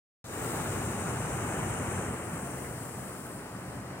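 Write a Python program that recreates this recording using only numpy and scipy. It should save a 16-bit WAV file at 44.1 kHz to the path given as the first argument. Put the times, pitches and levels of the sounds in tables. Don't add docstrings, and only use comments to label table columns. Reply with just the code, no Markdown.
import sys
import numpy as np
from scipy import signal
from scipy.fft import rfft, irfft
from scipy.io import wavfile
from scipy.ndimage import uniform_filter1d

SR = 44100
rng = np.random.default_rng(int(sys.argv[2]) if len(sys.argv) > 2 else 0)


def wrap_up_sound(samples):
    columns = np.atleast_2d(samples).T
    tamed = np.clip(columns, -1, 1)
    steps = np.round(tamed * 32767).astype(np.int16)
    wavfile.write(sys.argv[1], SR, steps)


N = 176400
TIME_S, FREQ_HZ = np.arange(N) / SR, np.fft.rfftfreq(N, 1 / SR)
START_S = 0.242


def undb(db):
    return 10 ** (np.asarray(db) / 20)


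def unit(x):
    return x / np.sqrt(np.mean(x ** 2))


def over_time(points):
    return np.interp(TIME_S, *np.array(points).T)


def over_pitch(points):
    hz, value = np.array(points).T
    return np.interp(np.log(FREQ_HZ + 1), np.log(hz + 1), value)


def wander(per_s):
    hold = int(SR / per_s)
    steps = np.repeat(rng.standard_normal(N)[:N // hold + 1], hold)
    return unit(uniform_filter1d(uniform_filter1d(steps, hold), hold)[:N])


def resonant_noise(shape, hz, width_hz):
    peak = 1 / (1 + ((FREQ_HZ - hz) / width_hz) ** 2) ** 2
    return unit(irfft(rfft(rng.standard_normal(shape)) * peak, N))


def drops(per_s=3000, spread_db=2, tail_s=0.0011):
    lands = rng.random(N) < per_s / SR
    size_db = spread_db * np.minimum(rng.exponential(size=N), 2 * np.pi)
    ticks = lands * undb(size_db)
    fizz_power = signal.lfilter([1], [1, -np.exp(-2 / (tail_s * SR))], ticks ** 2)
    return unit(np.sqrt(fizz_power) * rng.standard_normal(N))


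def bubbles(per_s=1100, low_hz=220.6, high_hz=3170, cycles=23, glide=0.1, spread_db=9.5):
    out = np.zeros(N + SR)
    for when, pitch, size in rng.random((int(per_s * N / SR), 3)):
        hz = low_hz + (high_hz - low_hz) * pitch ** 2
        age = np.linspace(0, 1, int(SR * cycles / hz))
        phase = 2 * np.pi * cycles * age * (1 + glide * age / 2)
        ring = np.sin(phase) * undb(-40 * age)
        onset = int(when * N)
        out[onset:onset + len(age)] += ring * np.sqrt(hz * pitch) * undb(spread_db * size ** 3)
    band_share = 2 * (high_hz - low_hz) / SR
    return unit(out[:N]) * np.sqrt(band_share)


def water():
    churn = rng.standard_normal(N)
    return rfft(churn + undb(-5) * drops() + undb(-5) * bubbles())


# frequency in Hz, coherence from 0 to 1.
COHERENCE = [(60, 0.991), (200, 0.979), (430, 0.926), (640, 0.704), (950, 0.762), (1400, 0.622),
             (1700, 0.619), (2100, 0.349), (3200, 0.524), (4300, 0.532), (6500, 0.351), (9000, 0.392),
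             (11000, 0.291), (12800, 0.043), (15000, 0.044)]
# frequency in Hz, left over right in dB.
BALANCE_DB = [(60, 0.0), (200, 0.4), (400, 1.5), (600, 2.3), (850, -2.8), (1100, -0.9), (1400, 3.5),
              (1750, 1.3), (2400, -1.3), (3200, 2.8), (4400, 2.4), (5800, 7.0), (7000, 8.6), (8300, 12.4),
              (9600, 10.7), (11000, 4.6), (12000, 1.0), (14000, 4.5), (15500, 4.2)]
# frequency in Hz, lead of the left in radians.
LEAD_RAD = [(60, 0.11), (430, 0.28), (690, -0.08), (1210, 1.07), (1720, 0.3), (2400, 1.72), (3200, 2.55),
            (4400, 3.23), (6000, 3.59), (7300, 4.44), (9700, 4.35), (11500, 4.86), (14000, 2.53),
            (15500, 3.32)]


def wide_water():
    alike, lead_rad = over_pitch(COHERENCE), over_pitch(LEAD_RAD)
    lean = undb(over_pitch(BALANCE_DB) / 2)
    shared = water() * np.sqrt(1 + alike)
    apart = water() * np.sqrt(1 - alike)
    left = (shared + apart) * lean
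    right = (shared - apart) / lean * np.exp(-1j * lead_rad)
    centre_gain = np.sqrt(lean ** 2 + lean ** -2 + 2 * alike * np.cos(lead_rad))
    return np.array([left, right]) / centre_gain


# frequency in Hz, relative level within a band in dB.
FULL_COLOUR_DB = [(15, -57), (25, -40), (56, -9), (102, -1), (119, -1.5), (152, -3), (222, -5), (275, -8.5),
                  (402, -8), (602, -13.5), (788, -12), (951, -14.5), (1390, -15.5), (2950, -30),
                  (3380, -38), (3860, -35.5), (4190, -40), (5060, -38.5), (6280, -30.5), (8000, -24),
                  (8680, -24), (9660, -27), (11400, -42), (14100, -38.5), (15700, -41)]
SOFT_COLOUR_DB = [(15, -69), (25, -37), (30, -52), (42, -17), (86, -7.5), (123, -6), (137, -0.5),
                  (156, -11.5), (184, -3), (216, -10), (275, -9), (485, -15), (540, -14.5), (670, -15.5),
                  (1350, -19.5), (2020, -25), (2190, -29), (2650, -32.5), (3380, -38.5), (3970, -38),
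                  (6630, -32), (8000, -24.5), (9160, -24.5), (12300, -37.5), (15700, -35)]
# time in seconds, level before trim in dB.
BASS_DB = [(0.33, -45), (0.5, -38), (0.72, -38), (0.95, -36), (1.05, -37), (1.5, -37), (1.8, -35.5),
           (2.1, -36.5), (2.25, -41.5), (2.45, -42.5), (2.85, -43.5), (3.2, -43.5), (3.6, -46),
           (3.8, -41.5), (3.95, -45.5)]
MIDDLE_DB = [(0.33, -40), (0.45, -37), (0.8, -37.0), (1.2, -36.5), (1.6, -36), (2.0, -37), (2.3, -40),
             (2.6, -42), (2.9, -44.2), (3.4, -44.5), (3.8, -44.5), (3.95, -44)]
PRESENCE_DB = [(0.3, -64), (0.32, -63), (0.49, -59), (2.47, -67.5), (2.49, -66.5), (3.97, -67.5),
               (4.0, -67)]
LOW_HISS_DB = [(0.3, -60), (0.39, -55.5), (0.57, -53), (2.06, -55), (2.12, -60.5), (2.45, -59.5),
               (3.45, -65), (4.0, -66)]
HIGH_HISS_DB = [(.33, -49.5), (.45, -45), (.7, -46), (1.1, -46.5), (2.02, -47), (2.17, -49.5), (2.6, -50.5),
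                (2.9, -52), (3.35, -53), (3.45, -57.5), (3.75, -57.5), (3.95, -60)]
AIR_DB = [(0.33, -56), (0.45, -52), (0.899, -57), (1.1, -58.7), (1.5, -59.0), (2.2, -61), (2.7, -59),
          (3.33, -60), (3.47, -64.3), (3.75, -65.0), (3.95, -67.2)]
# edges in Hz, trims in dB, offsets at the start of the fade-in in dB.
BAND_EDGES_HZ = [20, 250, 3300, 5500, 7200, 11000, 16000]
BAND_TRIM_DB = [-0.42, 0.039, 0.054, -0.18, -0.068, 0]
BAND_FADE_DB = [-7, -11, 0.5, -1, -9, -8]


def rush(fade_s=0.092, soften_at_s=2.3, soften_over_s=0.57, surge_db=0.34, flutter_db=0.5):
    flow = wide_water()
    spectra = [flow * undb(over_pitch(colour)) for colour in (FULL_COLOUR_DB, SOFT_COLOUR_DB)]
    soft = np.clip((TIME_S - soften_at_s) / soften_over_s + 0.5, 0, 1)
    fading = np.clip(1 - (TIME_S - START_S) / fade_s, 0, 1)
    common_db = surge_db * wander(per_s=8.9)
    out = 0
    for i, envelope in enumerate((BASS_DB, MIDDLE_DB, PRESENCE_DB, LOW_HISS_DB, HIGH_HISS_DB, AIR_DB)):
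        level_db = over_time(envelope) + BAND_TRIM_DB[i] + BAND_FADE_DB[i] * fading
        gain = undb(level_db + common_db + flutter_db * wander(per_s=60))
        in_band = (FREQ_HZ >= BAND_EDGES_HZ[i]) & (FREQ_HZ < BAND_EDGES_HZ[i + 1])
        for spectrum, share in zip(spectra, (1 - soft, soft)):
            band = irfft(spectrum * in_band, N)
            centre_rms = band.mean(axis=0).std()
            out += band / centre_rms * share * gain
    return out


def pit_boom(below_bass_db=8.5):
    return resonant_noise(N, hz=121.2, width_hz=13.7) * undb(over_time(BASS_DB) - below_bass_db)


# start in seconds, pitch in Hz, envelope peak in dB.
GUSHES = [(.688, 117, -29.5), (1.975, 118, -32.5), (2.328, 163, -30.5), (2.423, 200, -34),
          (2.705, 118, -35)]


def gushes(rise_s=0.0066):
    out = np.zeros(N)
    for start_s, hz, peak_db in GUSHES:
        age_s = np.maximum(TIME_S - start_s, 0)
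        envelope = age_s / rise_s * np.exp(1 - age_s / rise_s)
        out += undb(peak_db) * envelope * np.sin(2 * np.pi * hz * age_s)
    return out


def splash(peak_s=2.658, half_width_s=0.018, slap_db=-48.5, spray_db=-54, spray_above_hz=5500):
    slap = resonant_noise((2, N), hz=1960, width_hz=400)
    spray = unit(irfft(rfft(rng.standard_normal((2, N))) * (FREQ_HZ > spray_above_hz), N))
    envelope = np.exp(-((TIME_S - peak_s) / half_width_s) ** 2)
    return (slap * undb(slap_db) + spray * undb(spray_db)) * envelope


def scene():
    return rush() + pit_boom() + gushes() + splash()


def record(dry):
    top_hz = 15800
    lowpass = signal.ellip(12, 0.1, 80, top_hz, fs=SR, output="sos")
    return signal.sosfilt(lowpass, dry * (TIME_S > START_S))


dry = scene()
out = record(dry)
wrap_up_sound(out)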